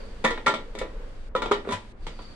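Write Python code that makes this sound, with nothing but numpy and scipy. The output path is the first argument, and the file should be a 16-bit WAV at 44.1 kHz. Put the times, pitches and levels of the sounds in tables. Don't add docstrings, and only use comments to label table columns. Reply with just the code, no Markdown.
import sys
import numpy as np
from scipy import signal
from scipy.fft import rfft, irfft, next_fast_len
from scipy.io import wavfile

SR = 44100
rng = np.random.default_rng(int(sys.argv[2]) if len(sys.argv) > 2 else 0)


def transcribe(u):
    v = np.clip(np.atleast_2d(u).T, -1, 1)
    q = np.round(v * 32767).astype(np.int16)
    wavfile.write(sys.argv[1], SR, q)


N = 103635

# f/Hz, likeness
LIKENESS = [(100, 0.76), (300, 0.96), (700, 0.37), (1400, 0.065), (3000, 0.048), (9000, 0.047)]
ATTACK_S = 0.00043
STRIKE_SAMPLES = SR // 2


def amp(db):
    return 10 ** (np.asarray(db) / 20)


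def unit(x):
    return x / np.sqrt(np.mean(x ** 2) + 1e-20)


def along(points, hz):
    f, v = np.transpose(points)
    return np.interp(np.log(hz + 1), np.log(f + 1), v)


def curve(rows):
    return np.interp(np.arange(N) / SR, *np.transpose(rows))


def filtered(x, response):
    size = x.shape[-1]
    padded = next_fast_len(size + 8192)
    spectrum = rfft(x, padded) * response(np.fft.rfftfreq(padded, 1 / SR))
    return irfft(spectrum, padded)[..., :size]


def noise(spectrum, alike, size):
    def mid_side_gains(hz):
        angle = np.arccos(np.clip(along(alike, hz), -1, 1)) / 2
        return amp(along(spectrum, hz)) * [np.cos(angle), np.sin(angle)]

    mid, side = filtered(rng.standard_normal((2, size)), mid_side_gains)
    return unit(np.array([mid + side, mid - side]))


def fade(t, t60):
    return np.exp(-np.log(1000) * t / t60)


def add(track, s, sound):
    part = track[:, round(s * SR):][:, :sound.shape[-1]]
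    part += sound[..., :part.shape[-1]]


def rumble():
    # f/Hz, level/dB
    rumble_colour = [(8, -77), (17, 15), (24, 9.5), (33, 7), (52, -4), (75, -13), (200, -79)]
    # t/s, level/dB
    swell = [(0, 3.5), (.7, -0.5), (.98, 8.5), (1.4, 2), (1.9, -2), (2.04, 7.5), (2.35, 0.5)]
    base_db = -42
    return amp(base_db + curve(swell)) * noise(rumble_colour, [(30, 0.99)], size=N)


def hum(pitch_hz=105.3, peak_db=-56):
    t = np.arange(N) / SR
    return amp(peak_db) * np.sin(2 * np.pi * pitch_hz * t)


def hiss():
    # f/Hz, level/dB
    air_colour = [(70, -4), (130, -16.5), (200, -7.5), (300, -14), (480, -15), (800, -21), (1300, -23),
                  (2000, -25), (4000, -30), (4700, -34), (6500, -37.5), (9200, -40), (11500, -58),
                  (15500, -73)]
    # t/s, level/dB
    air_level = [(0, -47), (.2, -47), (.7, -50), (1.25, -50.5), (1.9, -49.5), (2.15, -48), (2.35, -46.5)]
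    # t/s, level/dB
    whistle_level = [(0, -58.5), (.3, -73), (1.95, -74.5), (2.03, -63), (2.1, -65), (2.24, -53),
                     (2.35, -61)]
    # start/s, end/s, depth/dB, recovery/s
    dips = [(1.293, 1.352, -39, .011), (1.929, 1.957, -16.5, 0.078)]
    dip_from_hz = 1900
    whistle_hz, whistle_width_hz = 4570, 370

    air = amp(curve(air_level)) * noise(air_colour, LIKENESS, size=N)
    low_air = filtered(air, lambda hz: 1 / (1 + (hz / dip_from_hz) ** 4))
    narrow_band = lambda hz: 1 / (1 + (2 * (hz - whistle_hz) / whistle_width_hz) ** 2)
    whistle = amp(curve(whistle_level)) * unit(filtered(rng.standard_normal((2, N)), narrow_band))
    dip_db = sum(curve([(start - .005, 0), (start, depth), (end, depth), (end + recovery, 0)])
                 for start, end, depth, recovery in dips)
    return low_air + amp(dip_db) * (air - low_air + whistle)


def rub():
    # f/Hz, level/dB
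    rub_colour = [(150, -14), (230, -8), (330, -20), (450, -0.5), (550, -3), (680, -18), (950, -15),
                  (1500, -17.5), (4000, -33.5), (12000, -54)]
    # t/s, level/dB
    rub_level = [(0, -43), (.1, -52), (.6, -51.5), (.9, -49), (1.03, -46), (1.15, -52.5), (1.3, -56),
                 (1.8, -85)]
    return amp(curve(rub_level)) * noise(rub_colour, LIKENESS, size=N)


def slide(slip_t60=0.041, tail_t60=0.4, tail_db=-14):
    # f/Hz, level/dB
    scrape_colour = [(60, -22), (160, 0.5), (450, -10), (750, -4), (920, 1.5), (1010, 10.5), (1120, -22),
                     (1500, -3.5), (2300, -7.5), (4000, -12), (5200, -30), (8600, -22), (11000, -44),
                     (15500, -62)]
    peak_s, peak_db = 1.736, -28
    rise_db_per_s, fall_db_per_s = 300, 810
    slips_per_s = 1100

    t = np.arange(N) / SR
    slips = (rng.random(N) < slips_per_s / SR) * rng.standard_normal(N)
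    stroke = amp(peak_db + np.minimum(rise_db_per_s * (t - peak_s), fall_db_per_s * (peak_s - t)))
    age = t[:SR // 3]
    decay = fade(age, slip_t60) + amp(tail_db) * fade(age, tail_t60)
    body = noise(scrape_colour, LIKENESS, size=len(age)) * decay
    body = body / np.linalg.norm(body[0])
    return signal.fftconvolve((unit(slips) * stroke)[None], body, axes=1)[:, :N]


def fine_modes(lowest_hz=2450, spacing_hz=35, spread_db=5):
    hz = np.arange(lowest_hz, SR / 2, spacing_hz)
    db = np.clip(rng.standard_normal(len(hz)), -2, 2) * spread_db - spread_db / 2
    return np.column_stack([hz, db * (hz > lowest_hz)])


def mode(hz, t):
    # f/Hz, time to fall 60 dB/s
    mode_ring_time = [(226, 0.44), (500, 0.3), (1000, .22), (2000, 0.25), (4000, 0.17)]
    shift, blur = .002, .0012
    spread_rad = 0.72

    pitch = hz * (1 + shift * rng.normal())
    wander = np.cumsum(rng.standard_normal(len(t))) * np.sqrt(2 * np.pi * blur * hz / SR)
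    side_phase = spread_rad * np.sqrt(hz / 1000) * rng.standard_normal((2, 1))
    phase = rng.uniform(0, 2 * np.pi) + side_phase
    return fade(t, along(mode_ring_time, hz)) * np.sin(2 * np.pi * pitch * t + wander + phase)


def clank(fine, level_db, bass_db, body_db, clang_db, treble_db, ring_db, pan_db):
    # f/Hz, level/dB
    clatter_colour = [(60, -27), (150, -10), (260, -3), (480, 0), (700, -7), (930, -0.5), (1090, -8),
                      (1290, -1.5), (1500, -12.5), (2000, -7.5), (2800, -13), (3800, -11), (5000, -21.5),
                      (7000, -25.5), (8600, -27.5), (11000, -50.5), (15500, -66)]
    # f/Hz, time to fall 60 dB/s
    clatter_ring_time = [(200, 0.43), (1000, 0.25), (4000, 0.26), (9000, 0.18), (14000, 0.19)]
    # f/Hz, level/dB
    crack_tilt = [(1000, 0.5), (5000, -4), (9000, -1.5)]
    mode_pitches = [226, 405, 447, 531, 571, 637, 871, 989, 1163, 1220, 1305, 1381, 1771, 1877, 1972, 2225,
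                    2381, 3560]
    mode_levels = [-16.5, -16, -11.5, -10.5, -10.5, -12.5, -12, -3.5, -9, -18, -23, -4.5, -10.5, -7.5, -9,
                   -8, -15, -10]
    crack_db, clatter_db, crack_t60_s, crack_alike = 0, -7.5, 0.038, 0.83
    fresh_share = .25
    scatter_db = 1.5

    t = np.arange(STRIKE_SAMPLES) / SR
    tilt = [(486, bass_db), (980, 0), (1540, 0), (6660, treble_db)]  # f/Hz, level/dB
    band = lambda hz, edges: np.interp(hz, edges, [0, 1, 1, 0])

    def colour(hz):
        body = body_db * band(hz, (810, 1130, 1400, 1600))
        clang = clang_db * band(hz, (1300, 1750, 2050, 2900))
        top = np.interp(hz, (9000, 12000), [0, -0.2 * (level_db + 14)])
        return amp(along(tilt, hz) + body + clang + top)

    crack_response = lambda hz: colour(hz) * amp(along(crack_tilt, hz))
    crack_noise = noise(clatter_colour, [(1000, crack_alike)], size=len(t))
    crack = filtered(crack_noise, crack_response) * fade(t, crack_t60_s)

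    ripple = np.where(rng.random((len(fine), 1)) < fresh_share, fine_modes(), fine)
    clatter_response = lambda hz: colour(hz) * amp(along(ripple, hz))
    dense = filtered(noise(clatter_colour, LIKENESS, size=len(t)), clatter_response)
    hz, frame_s, frames = signal.stft(dense, SR, nperseg=256)
    faded = frames * fade(frame_s, along(clatter_ring_time, hz)[:, None])
    clatter = signal.istft(faded, SR)[1][:, :len(t)]

    ring = sum(amp(db + scatter_db * rng.normal()) * colour(f) * mode(f, t)
               for f, db in zip(mode_pitches, mode_levels))
    pan = pan_db * np.array([[.5], [-.5]])
    gain = amp(level_db + pan) * (1 - np.exp(-t / ATTACK_S))
    return gain * (amp(crack_db) * crack + amp(clatter_db) * clatter + amp(ring_db) * ring)


def knock(hz, level_db, t60):
    t = np.arange(STRIKE_SAMPLES) / SR
    onset = 1 - np.exp(-t / ATTACK_S)
    return amp(level_db) * onset * fade(t, t60) * np.cos(2 * np.pi * hz * t)


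def lid():
    # t/s, level/dB, bass/dB, body near 1.2 kHz/dB, clang near 2 kHz/dB, treble/dB,
    # ring of the clear modes/dB, left minus right/dB
    contacts = [(0.2412, -26, 5, 1, 0, 8, -2.5, 1), (.247, -19.5, -1, 5, 6, 8.5, -5.5, 0.5),
                (.253, -25, 1, 4, -0.5, 3, -3.5, -1), (0.275, -32.5, -0.5, 2.5, 6.5, 0, 0, 5),
                (.3066, -24, -0.5, 0.5, -6.5, 4, -5.5, 0), (.376, -28.5, -0.5, -3.5, 0, -7.5, -9.5, -.5),
                (0.4622, -22, -0.5, -5, 5, 7.5, -5.5, 1.5), (.467, -17.5, -8, 4, 0.5, 4, -4, -0.5),
                (.479, -17, -2.5, -11.5, 0, 2, -8, 2), (0.5389, -21, -5, -0.5, -4, 0, -6, 1),
                (.751, -37, 7, -3, -0.5, 6, -4.5, 1.5), (.777, -46, 11.5, 2, 0, -2, 1, -2),
                (0.787, -37.5, -12, 1.5, 5, 19, -6.5, 2), (.814, -27.5, 4.5, -0.5, -2.5, -5.5, -5, 0),
                (1.351, -24, 2.5, -3.5, -11, -3, -1, 1), (1.362, -25, -1.5, 1, -7.5, 1, -2.5, -1),
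                (1.42, -21, -1.5, 1, -6, 0, -4.5, 1.5), (1.458, -22, -1.5, -0.5, -6.5, -6.5, -10, 1.5),
                (1.512, -25.5, 2.5, 4.5, -1, 1, -4, -2), (1.517, -17, 0, 0.5, -2, 1, -10, 0.5),
                (1.649, -40, 9.5, 3.5, 3, -28, -6.5, -0.5), (1.672, -39.5, 3, 3, -5, -13, -3, 4),
                (1.689, -33.5, 5, 3, -3.5, 4.5, 0, -3), (1.708, -36.5, -6, 4, -1, 14, -5, -2),
                (1.722, -34.5, 2, -1, 0, 19.5, -7.5, 2), (1.726, -30, -5, -0.5, 2, 6, -6.5, 3),
                (2.067, -31, -0.5, -1.5, 0, 7, -13.5, -0.5), (2.19, -36, -2, -1, -7.5, -7, -9.5, -1),
                (2.219, -49.5, -12, -9, 1, 14.5, -14, 0)]
    # t/s, f/Hz, level/dB, time to fall 60 dB/s
    knocks = [(.243, 528.7, -17.5, 0.17), (.244, 229, -25.5, 0.25), (0.244, 898, -21.5, .05),
              (.256, 1813, -21.5, 0.14), (.3072, 470, -22.5, 0.13), (0.469, 1381, -17, .17),
              (.4675, 1217, -14, 0.035), (.468, 872, -21.5, 0.11), (.477, 412, -19, 0.12),
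              (0.5406, 235, -33.5, 0.26), (.814, 521, -24.5, 0.14), (1.352, 513, -18.5, 0.086),
              (1.351, 1294, -16.5, 0.07), (1.355, 998, -26.5, 0.28), (1.513, 409.8, -15, .19),
              (1.517, 1252, -9.5, 0.025), (1.674, 420, -18.5, 0.034), (1.689, 402.7, -24, 0.15),
              (1.689, 247, -26.5, 0.078), (1.722, 994, -24, 0.15), (1.722, 173, -30, 0.12),
              (1.73, 97.8, -32.5, 0.28), (2.068, 156, -39, 0.13)]
    out = np.zeros((2, N))
    shared_ripple = fine_modes()
    for s, *landing in contacts:
        add(out, s, clank(shared_ripple, *landing))
    for s, *tone in knocks:
        add(out, s, knock(*tone))
    return out


def scene():
    right_lead_s = .00007
    side = np.array([[1], [-1]])
    lead = lambda hz: np.exp(-1j * np.pi * hz * right_lead_s * side)
    kitchen = rumble() + hum() + hiss()
    return filtered(kitchen + rub() + slide() + lid(), lead)


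def record(dry):
    return filtered(dry, lambda hz: hz < 15650)


dry = scene()
out = record(dry)
transcribe(out)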